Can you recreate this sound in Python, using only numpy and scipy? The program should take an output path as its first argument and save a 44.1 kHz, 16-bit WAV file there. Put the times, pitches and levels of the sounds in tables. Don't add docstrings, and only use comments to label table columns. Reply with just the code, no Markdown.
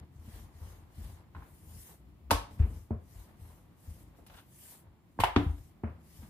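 import sys
import numpy as np
from scipy import signal
from scipy.fft import rfft, irfft
from scipy.io import wavfile
from scipy.ndimage import uniform_filter1d

SR = 44100
rng = np.random.default_rng(int(sys.argv[2]) if len(sys.argv) > 2 else 0)


def amplitude_ratio(level_db):
    exponent = np.asarray(level_db, float) / 20
    return 10 ** exponent


def to_wav(sig):
    pcm = np.clip(np.atleast_2d(sig), -1, 1) * 32767
    pcm = np.round(pcm).astype(np.int16)
    wavfile.write(sys.argv[1], SR, pcm.T)


N = 277389

# pitch_hz, t60_s
COUNTER = [(53, 0.53), (79, 0.3), (100, 0.09)]
# pitch_hz, likeness_0_to_1
SAME = [(60, 0.94), (250, 0.68), (600, 0.57), (1500, 0.083), (4000, 0.067), (12000, 0.073)]


def evened(x):
    return x / np.sqrt(np.mean(x ** 2) + 1e-20)


def read(points, hz):
    f, value = np.transpose(points)
    return np.interp(np.log(hz + 1), np.log(f + 1), value)


def add(mix, start_s, sound):
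    part = mix[..., round(start_s * SR):][..., :sound.shape[-1]]
    part += sound[..., :part.shape[-1]]


def ring(hz, db, t60_s, rise_s):
    t = np.arange(SR // 2) / SR
    swell = (1 - np.exp(-t / rise_s)) ** 2
    return amplitude_ratio(db - 60 * t / t60_s) * swell * np.sin(2 * np.pi * hz * t)


def resonate(x, hz, width_hz):
    return signal.lfilter(*signal.iirpeak(hz, hz / width_hz, SR), x)


def causal(db):
    log_gain = np.log(amplitude_ratio(np.maximum(db, -90)))
    full = np.concatenate([log_gain, log_gain[-2:0:-1]])
    return np.fft.ifft(np.exp(np.conj(signal.hilbert(full)))).real


def swells(rows, end_db, blunt):
    t, power = np.arange(N) / SR, 0
    for peak_s, rise_s, fall_s, *db in rows:
        away = np.where(t < peak_s, (peak_s - t) / rise_s, (t - peak_s) / fall_s)
        level_db = np.array(db)[:, None] + end_db * np.minimum(away, 4) ** blunt
        power = power + amplitude_ratio(level_db) ** 2
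    return np.sqrt(power)


def noise(shape, patchy_db, flicker_db, size=512):
    frames, hz = 4 * N // size + 5, np.fft.rfftfreq(size, 1 / SR)
    a, b, c, d, patches = rng.standard_normal((frames, len(hz), 5)).T
    flicker = evened(uniform_filter1d(rng.standard_normal(frames), size=3))
    patches = uniform_filter1d(patches, size=8, axis=0)
    patches = evened(uniform_filter1d(patches, size=16, axis=1))
    same = np.clip(read(SAME, hz), -1, 1)[:, None]
    left = a + 1j * b
    right = same * left + np.sqrt(1 - same ** 2) * (c + 1j * d)
    level_db = read(shape, hz)[:, None] + patchy_db * patches + flicker_db * flicker
    z = np.array([left, right]) * amplitude_ratio(level_db)
    return evened(signal.istft(z, nperseg=size, noverlap=3 * size // 4)[1][:, :N])


def still_air():
    # pitch_hz, level_db_per_hz
    murmur = [(15, -39), (25, -17.5), (60, -2.5), (96, 3), (161, 1.5), (256, -7), (335, -4.5), (439, -15.5),
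              (1160, -19), (1440, -26.5), (2050, -25), (6050, -37.5), (7310, -41), (8830, -38),
              (14800, -34), (16000, -41)]
    # peak_s, rise_s, fall_s, share_taken_away_db
    lull = [
        (5.06, 0.37, 0.14, -13),
    ]
    # pitch_hz, level_db
    whine_hz, whine_db = (7250, -92.5)
    whine = amplitude_ratio(whine_db) * evened(resonate(rng.standard_normal((2, N)), whine_hz, 70))
    left_over = 1 - np.minimum(swells(lull, -5.5, 1.8), 0.8)
    return amplitude_ratio(-61) * left_over * noise(murmur, 0.44, 0.93, size=2048) + whine


def drone():
    # peak_s, rise_s, fall_s, level_db
    passing = [
        (2.2, 0.3, 0.24, -55),
    ]
    hz, width_hz = 63.9, 13
    hum = resonate(resonate(rng.standard_normal(N), hz, width_hz), hz, width_hz)
    return swells(passing, -16, 3.1)[0] * evened(hum)


def kitchen(x):
    # pitch_hz, t60_s
    decay = [(150, 0.69), (350, 0.26), (700, 0.39), (1500, 0.35), (4000, 0.33), (12000, 0.25)]
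    taps = np.zeros((2, SR))
    at = np.arange(200, SR - 20, 20) + rng.integers(0, 20, (2, (SR - 201) // 20))
    np.put_along_axis(taps, at, rng.choice([-1., 1.], at.shape), 1)
    hz, t, z = signal.stft(taps, SR, nperseg=512)
    same = np.clip(read(SAME, hz), -1, 1)[:, None]
    z[1] = same * z[0] + np.sqrt(1 - same ** 2) * z[1]
    tail = signal.istft(z * amplitude_ratio(-60 * t / read(decay, hz)[:, None]), SR, nperseg=512)[1]
    return signal.fftconvolve(x[None], tail / np.linalg.norm(tail[0]), axes=1)[:, :N]


def counter():
    # start_s, level_db, spot (0 rings the low mode, 1 the middle, 2 the upper)
    lumps = [(0.009, -39.5, 1.57), (0.156, -32.5, 2.63), (0.185, -46.5, 1), (0.278, -36, 1.72),
             (0.334, -41, 0.44), (0.369, -52, 0.46), (0.415, -52, 1), (0.548, -46, 0.99),
             (0.612, -36.5, 1.22), (0.641, -55, 1), (0.67, -43, 1), (0.728, -46.5, 1), (0.775, -47.5, 1.2),
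             (0.824, -54.5, 1), (0.978, -35, 1.48), (1.015, -42, 0.33), (1.059, -34.5, 1.9),
             (1.093, -49, 1), (1.353, -40, 0.99), (1.506, -53, 0.99), (1.72, -56, 1.6), (1.767, -41, 2.1),
             (3.155, -39.5, 0.48), (3.2, -47.5, 1), (3.413, -43.5, 1.03), (3.877, -37.5, 0.74),
             (3.928, -60, 0.9), (4.189, -51, 1.7), (4.302, -46, 1.35), (4.391, -52, 2), (4.849, -58.5, 1.9),
             (5.901, -30, 2.5), (6.188, -42.5, 1.2)]
    # start_s, low_mode_db, middle_mode_db, upper_mode_db
    jolts = [
        (5.193, -42.5, -60, -27),
        (5.237, -52.5, -46, -36),
        (5.399, -46.5, -56, -37.5),
        (5.6, -66, -57, -46.5),
        (2.95, -69, -56, -33),
    ]
    spot_db = -13
    arm_damp = 0.49
    shoves = [(s, 1, db) for s, *db in jolts]
    for s, db, spot in lumps:
        shoves.append((s, arm_damp, db + spot_db * abs(spot - np.arange(len(COUNTER)))))
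    out = np.zeros(N)
    for s, share, mode_db in shoves:
        for (hz, t60_s), db in zip(COUNTER, mode_db):
            add(out, s, ring(hz, db + 8.5, share * t60_s, 0.0043))
    return out


def bodies():
    # pitch_hz, level_db, t60_s, starting_way
    UNDER_PRESS = [(54.2, -14, .22, 1), (76, -5.3, .13, 1), (97.5, -9.5, .089, 1), (140, -18, .048, 1)]
    UNDER_LEAN = [(54, -24, .31, 1), (79, -18, .23, 1), (100, -18, .082, 1), (133, -22, .06, 1)]
    UNDER_SLAP = [(52, -23, .29, 1), (80, -15, .135, 1), (101, -31, .24, 1), (218, -18, .052, 1),
                  (285, -19, .074, -1)]
    UNDER_EDGE = [(56, -42, .3, 1), (80, -27, .27, 1), (114, -16.5, .039, -1), (181, -41, .14, 1),
                  (221, -24.5, .115, 1), (337, -12, .017, -1)]
    UNDER_BANG = [(82, -23, .25, 1), (99, -21, .25, 1), (171, -30, .2, 1), (231, -14, .053, 1),
                  (290, -21, .2, -1), (368, -34, .2, -1), (631, -33, .03, 1), (740, -31, .08, 1),
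                  (824, -29, .04, 1), (949, -30, .065, -1), (1057, -24, .037, 1), (205, -31, .1, 1)]
    UNDER_DROP = [(106, -28, .046, -1), (380, -42, .2, -1), (739, -22, .062, -1), (857, -12, .024, -1),
                  (927, -26, .07, 1), (1013, -17, .035, 1), (1516, -28, .024, 1), (1606, -43, .1, 1)]
    # pitch_hz, level_db, t60_s, starting_way
    SLAP_RING = [(441, -33, .157, 1), (512, -20, .037, -1), (639, -18, .035, -1), (745, -25, .064, -1),
                 (848, -22, .095, -1), (914, -18, .07, 1), (1091, -27, .147, 1), (1231, -28, .041, 1),
                 (1513, -21, .016, -1), (578, -25, .09, 1)]
    EDGE_RING = [(422, -36, .07, 1), (608, -45, .134, 1), (715, -40, .035, 1), (876, -46, .039, -1),
                 (958, -47, .058, -1)]
    PRESS_RING = [(205, -42, .15, 1), (316, -47, .15, -1), (370, -44, .08, 1), (427, -51, .15, 1),
                  (470, -44, .04, -1)]
    BOUNCE_RING = [(306, -23, .013, -1), (423, -27, .02, -1), (520, -33, .03, 1), (748, -33, .036, -1),
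                   (862, -24, .022, -1), (1012, -25, .021, 1), (1333, -42, .1, 1), (1583, -34, .021, 1)]
    TOUCH_RING = [(834, -55, .075, 1), (1053, -47, .034, -1), (1250, -43, .006, -1), (1437, -54, .019, -1),
                  (1658, -60, .06, 1)]
    # start_s, what_rings, strength_and_way, rise_s, rise_in_turns_of_each_mode
    strikes = [(1.3494, TOUCH_RING, 1, 0, .02), (1.3651, TOUCH_RING, -.9, 0, .02),
               (1.408, TOUCH_RING, .4, 0, .3), (1.423, TOUCH_RING, -.75, 0, .2),
               (2.3074, SLAP_RING, 1, 0, .6), (2.3122, UNDER_SLAP, 1, .0068, 0),
               (2.592, UNDER_LEAN, -.3, 0, .5), (2.5978, UNDER_PRESS, 1, 0, .5),
               (2.6066, PRESS_RING, 1, 0, .6), (2.6493, PRESS_RING, .7, 0, .6),
               (2.9048, UNDER_EDGE, 1.25, .0053, 0), (2.907, EDGE_RING, 1, 0, .1),
               (5.1889, BOUNCE_RING, 1, 0, .6), (5.2008, BOUNCE_RING, -1.3, 0, .6),
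               (5.2357, UNDER_DROP, 1.2, 0, .35), (5.3638, UNDER_BANG, 1, 0, .114),
               (5.4627, UNDER_LEAN, 1, 0, .39), (5.8337, UNDER_EDGE, 1, .0053, 0),
               (5.8359, EDGE_RING, .9, 0, .1)]
    # pitch_hz, difference_db
    apart = [(60, -40.5), (200, -14.5), (400, -13.5), (800, -11), (1500, -3.5)]
    out = np.zeros((2, N))
    for s, body, strength, rise_s, turns in strikes:
        for k, (hz, db, t60_s, way) in enumerate(body):
            mode = strength * way * ring(hz, db, t60_s, rise_s + turns / hz)
            quarter_turn = np.gradient(mode) * SR / (2 * np.pi * hz)
            ahead = (-1) ** k * amplitude_ratio(read(apart, hz)) * quarter_turn
            add(out, s, np.array([mode + ahead, mode - ahead]))
    return out


def knocks(rows, colour, rise_s, clatter_s, pin_db, click_db, room_db):
    # pitch_hz, level_db, t60_s
    pin = [(714.5, -4, 0.15), (848, -9.5, 0.099), (930, -7, 0.021), (930, -2, 0.07), (1025, -15.5, 0.13),
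           (1076, -6.5, 0.35), (1305, -3, 0.037), (1500, -17.5, .07), (1648, -17.5, 0.04),
           (2110, -15, 0.061), (2430, -18.5, .1), (2750, -5, 0.08), (3000, -12.5, 0.04)]
    # pitch_hz, t60_s
    board = [(216, .085), (283, .1)]
    out, t = np.zeros((3, N)), np.arange(8192) / SR
    hz = np.fft.rfftfreq(len(t), 1 / SR)
    high = signal.butter(1, 900, "high", fs=SR)
    for s, body_db, *board_db, treble_db in rows:
        def shape(f):
            return read(colour, f) + treble_db * np.log2(f / 1000 + 0.00013) / 2
        click = causal(shape(hz))
        click = click / np.linalg.norm(click)
        grain = rng.standard_normal((2, len(t)))
        shared = grain.mean(0)
        apart = signal.lfilter(*high, grain - shared)
        dying = amplitude_ratio(-60 * t / clatter_s) * (1 - np.exp(-t / rise_s))
        grain = 1.52 * (shared + 0.97 * apart) * dying
        grain[:, 0] += amplitude_ratio(click_db)
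        add(out[:2], s, amplitude_ratio(body_db - 6.0) * signal.fftconvolve(grain, click[None], axes=1))
        add(out[2], s, amplitude_ratio(body_db + room_db) * np.sqrt(1000 * clatter_s) * click)
        for f, db, t60_s in pin:
            mode_db = body_db + pin_db + db + shape(f) + 1.1 * rng.standard_normal()
            add(out[:2], s, ring(f, mode_db, t60_s, rise_s))
        for (f, t60_s), db in zip(board, board_db):
            add(out[:2], s, ring(f, db, t60_s, 2 * rise_s))
    return out


def ticks():
    # start_s, body_db, board_mode_1_db, board_mode_2_db, treble_db_per_two_octaves
    touches = [(1.349, -50, -47.5, -70, -4), (1.352, -40.5, -64, -70, -3), (1.3645, -50, -51, -46, -8.5),
               (1.409, -54, -66, -57, -10), (1.421, -57, -62, -53.5, -10), (1.428, -53, -60, -56, 8)]
    # pitch_hz, level_db_per_hz
    colour = [(260, -54), (450, -4), (694, -13), (875, -1), (1130, -12), (1510, -4), (1940, -10),
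              (5000, -30), (6500, -63), (11000, -120)]
    return knocks(touches, colour, 0.0015, 0.02, pin_db=-37, click_db=12.6, room_db=-1.3)


def pats():
    # start_s, body_db, board_mode_1_db, board_mode_2_db, treble_db_per_two_octaves
    presses = [(2.590, -47, -57, -62, 12), (2.619, -46.5, -53, -50, 16.5), (2.65, -49.5, -37.5, -50, 0.5),
               (4.181, -48.5, -70, -64, -6), (5.458, -50, -57, -56, 3)]
    # pitch_hz, level_db_per_hz
    colour = [(180, -13.5), (300, 6), (458, -1), (547, -2.5), (962, -3), (1750, -17), (2620, -22),
              (5000, -57), (6500, -83), (11000, -120)]
    return knocks(presses, colour, 0.0031, 0.17, pin_db=-38, click_db=-11, room_db=0.3)


def peels():
    # start_s, body_db, board_mode_1_db, board_mode_2_db, treble_db_per_two_octaves
    snaps = [(4.265, -50, -54, -80, 2), (4.282, -55, -72, -80, 8), (4.299, -44, -72, -78, -8),
             (4.338, -53, -69, -65, 4), (4.343, -52, -54, -56, -3), (4.369, -54.5, -62, -61, 9),
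             (4.382, -51, -73, -68, -3), (4.39, -49.5, -55, -55, -2)]
    # pitch_hz, level_db_per_hz
    colour = [(260, -38), (450, -12), (885, -4), (2050, -12.5), (2770, -7), (6340, -21), (9000, -39),
              (11700, -52), (19800, -120)]
    return knocks(snaps, colour, 0.0016, 0.036, pin_db=-30, click_db=14.0, room_db=-0.99)


def creak():
    # peak_s, rise_s, fall_s, level_db
    creaking = [
        (4.385, 0.04, 0.031, -60.5),
    ]
    # pitch_hz, width_hz, level_db
    hollow = [(1040, 140, -4), (1530, 230, 4), (2860, 370, -5), (3400, 600, -3)]
    drift = evened(uniform_filter1d(rng.standard_normal(N), size=300))
    turns = np.cumsum(290 * amplitude_ratio(4.0 * drift)) / SR
    slips = np.diff(np.floor(turns), prepend=0) * amplitude_ratio(4.0 * rng.standard_normal(N))
    rung = sum(amplitude_ratio(db) * resonate(resonate(slips, hz, wide), hz, 2 * wide) for hz, wide, db in hollow)
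    return swells(creaking, -10, 1.7)[0] * evened(rung)


def thuds():
    # start_s, body_db, board_mode_1_db, board_mode_2_db, treble_db_per_two_octaves
    falls = [(.275, -62, -42, -77, 15), (.983, -52, -40.5, -58, -6), (2.9065, -34, -61, -65, -5),
             (2.925, -42, -62, -63, -5), (5.8355, -35.5, -61, -56, 5), (5.872, -47.5, -42, -46, 12),
             (6.227, -55, -39.5, -72.5, 19)]
    # pitch_hz, level_db_per_hz
    colour = [(180, -20.5), (300, -19), (450, -13), (700, -15.5), (1200, -21), (1700, -28.5), (2300, -33.5),
              (3000, -44), (3600, -63), (5800, -73), (9900, -120)]
    return knocks(falls, colour, 0.0013, 0.043, pin_db=-2.4, click_db=5.0, room_db=4.2)


def drops():
    # start_s, body_db, board_mode_1_db, board_mode_2_db, treble_db_per_two_octaves
    bounces = [
        (5.178, -49.5, -42, -45, -15.5),
        (5.19, -15, -28.5, -33, -16.5),
        (5.198, -35.5, -60.5, -60.5, 5),
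        (5.2017, -24, -32.5, -56.5, 5.5),
        (5.2365, -18.5, -50, -43, -0.5),
        (5.274, -35, -55.5, -56.5, -7),
    ]
    # pitch_hz, level_db_per_hz
    colour = [(190, -38.5), (330, -27), (535, -23), (740, -22), (870, -9.5), (1150, -11), (1600, -20),
              (2070, -15.5), (2500, -21.5), (2950, -17.5), (3900, -27.5), (6400, -39), (12600, -36.5),
              (15500, -44.5)]
    return knocks(bounces, colour, 0.00074, 0.076, pin_db=-9.0, click_db=9.8, room_db=-0.34)


def bangs():
    # start_s, body_db, board_mode_1_db, board_mode_2_db, treble_db_per_two_octaves
    landings = [
        (5.3607, -43.5, -55, -53, 11.5),
        (5.3625, -15.5, -38, -40.5, -2.5),
        (5.396, -25.5, -34.5, -49, -15.5),
    ]
    # pitch_hz, level_db_per_hz
    colour = [(190, -33.5), (330, -10), (560, -22), (760, -19.5), (1280, -20.5), (2600, -27.5), (3450, -26),
              (4200, -35.5), (8000, -51), (14100, -70), (15500, -71)]
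    return knocks(landings, colour, 0.00032, 0.047, pin_db=-32.5, click_db=22.3, room_db=-0.74)


def slaps():
    # start_s, body_db, board_mode_1_db, board_mode_2_db, treble_db_per_two_octaves
    parts = [
        (2.301, -31, -58, -34.5, -9.5),
        (2.3078, -11, -38.5, -47, -4),
        (2.3125, -15, -51.5, -44, 4.5),
        (2.324, -15.5, -44.5, -37.5, -17),
        (2.34, -34, -46, -54, -7.5),
    ]
    # pitch_hz, level_db_per_hz
    colour = [(190, -38), (330, -22), (520, -20.5), (880, -12), (1150, -11.5), (1600, -22.5), (2100, -23.5),
              (2800, -21.5), (5200, -25), (7300, -31), (11200, -28.5), (15500, -42.5)]
    return knocks(parts, colour, 0.00086, 0.023, pin_db=-8.5, click_db=13.0, room_db=0.2)


def brushing():
    # peak_s, rise_s, fall_s, fine_hiss_db, coarse_scrape_db
    brushes = [(0.0, .01, 0.0021, -67.5, -49), (0.17, 0.064, 0.062, -78, -76), (0.36, .16, 0.12, -62, -57),
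               (0.67, 0.15, 0.16, -65, -60.5), (1.05, 0.13, 0.14, -61.5, -57.5),
               (1.41, 0.081, 0.072, -73.5, -73), (1.53, 0.12, 0.16, -66.5, -70),
               (1.86, 0.25, .11, -55.5, -58), (2.54, 0.047, 0.056, -67.5, -66),
               (2.605, 0.032, 0.029, -70, -59.5), (2.78, 0.2, 0.11, -66, -64.5),
               (3.19, 0.152, 0.13, -63, -62), (3.44, 0.082, 0.23, -66, -66),
               (3.9, 0.13, 0.19, -63.5, -63.5), (4.02, 0.043, 0.031, -69, -68),
               (4.18, 0.028, 0.052, -71, -70), (4.268, 0.0043, 0.017, -58, -72),
               (4.37, 0.11, 0.074, -64, -65), (4.7, 0.2, .11, -53.5, -56.5), (5.37, .006, 0.13, -66, -73),
               (5.64, 0.5, 0.093, -69, -67), (6.18, 0.15, 0.14, -61, -59.5)]
    # pitch_hz, level_db_per_hz
    fizz_shape = [(880, -45.5), (1500, -9.5), (1920, -5), (2490, -11), (2940, -7), (3590, -9), (5600, -7),
                  (11500, -2), (14900, -4), (16000, -31)]
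    # level_at_both_ends_db, bluntness_of_top
    swell = (-13.5, 2.06)
    fine, coarse = swells(brushes, *swell)
    fizz = noise(fizz_shape, 2.2, 0.69)
    scrape = signal.sosfiltfilt(signal.butter(2, 6580, fs=SR, output="sos"), fizz)
    return fine * (fizz - scrape) + coarse * scrape


def rolling():
    # peak_s, rise_s, fall_s, rumble_db, rub_db
    loads = [(0.03, 0.27, 0.039, -38.5, -65.5), (0.35, 0.23, 0.33, -44.5, -63),
             (0.66, 0.21, 0.39, -48, -62.5), (1.04, 0.1, 0.27, -41.5, -63), (1.37, 0.039, 0.23, -45.5, -61),
             (1.74, 0.17, 0.14, -45.5, -68.5), (1.92, 0.11, 0.067, -57, -63.5), (1.2, 0.24, 0.16, -72, -68),
             (2.76, 0.44, 0.11, -39.5, -66.5), (3.19, 0.13, 0.99, -51.5, -67),
             (3.46, 0.059, 0.31, -50, -72), (3.9, 0.14, 0.35, -47, -70), (4.15, 0.08, 0.062, -69, -70),
             (4.35, 0.074, 0.082, -53, -59.5), (4.7, 0.14, 0.41, -70, -67.5),
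             (4.87, 0.047, 0.085, -51.5, -97), (5.98, 0.3, 0.16, -48, -72), (6.24, 0.13, 0.078, -42, -65)]
    # level_at_both_ends_db, bluntness_of_top
    swell = (-20.5, 1.36)
    # rumble_db, rub_db
    rest_db = (-65.5, -84)
    # pitch_hz, level_db_per_hz
    rub_shape = [(210, -30), (350, -7.5), (537, -10), (941, -6), (1280, -13), (1980, -16.5), (2500, -22.5),
                 (4000, -26.5), (5200, -33), (8800, -120)]
    rumble, rub = swells(loads, *swell) + amplitude_ratio(rest_db)[:, None]
    lumps = rng.standard_normal(N) * (rng.random(N) < 300 / SR)
    low, board = np.zeros(N), np.zeros(N)
    for (hz, _), db in zip(COUNTER, (-3.5, 0, -3.5)):
        low += amplitude_ratio(db) * resonate(resonate(lumps, hz, 23.0), hz, 8.5)
    for hz, wide, db in [(163.8, 29, 5.5), (206.0, 22, 2.5), (304.0, 23, -2.0), (427, 120, -11.5)]:
        board += amplitude_ratio(db) * resonate(resonate(lumps, hz, wide), hz, 3 * wide)
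    shaken = rumble * (amplitude_ratio(-7.0) * evened(low) + amplitude_ratio(-15.5) * evened(board))
    return shaken + rub * noise(rub_shape, 0.65, 2.1)


def scene():
    blows = ticks() + pats() + peels() + thuds() + drops() + bangs() + slaps()
    rung = bodies()
    radiated = signal.lfilter(*signal.butter(2, 336, "high", fs=SR), rung.mean(0))
    walls = amplitude_ratio(-2.5) * kitchen(blows[2] + amplitude_ratio(-6) * radiated)
    background = still_air() + drone() + walls
    return background + counter() + rung + creak() + blows[:2] + brushing() + rolling()


def top_cut(x):
    return signal.sosfilt(signal.butter(12, 16490, fs=SR, output="sos"), x)


def record(dry):
    # pitch_hz, left_minus_right_db
    balance = [(60, 3.5), (240, -0.5), (950, -0.5), (3770, 1.5), (15000, 2.5)]
    port_gap, edge_hz = 4, 15560
    hz = np.fft.rfftfreq(N, 1 / SR)
    lean = read(balance, hz) / 2
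    late = np.exp(-2j * np.pi * np.outer([0, port_gap], hz) / SR)
    x = irfft(rfft(dry) * amplitude_ratio([lean, -lean]) * late * (hz < edge_hz), N)
    x = signal.sosfilt(signal.butter(3, 37, "high", fs=SR, output="sos"), x)
    return top_cut(x)


dry = scene()
out = record(dry)
to_wav(out)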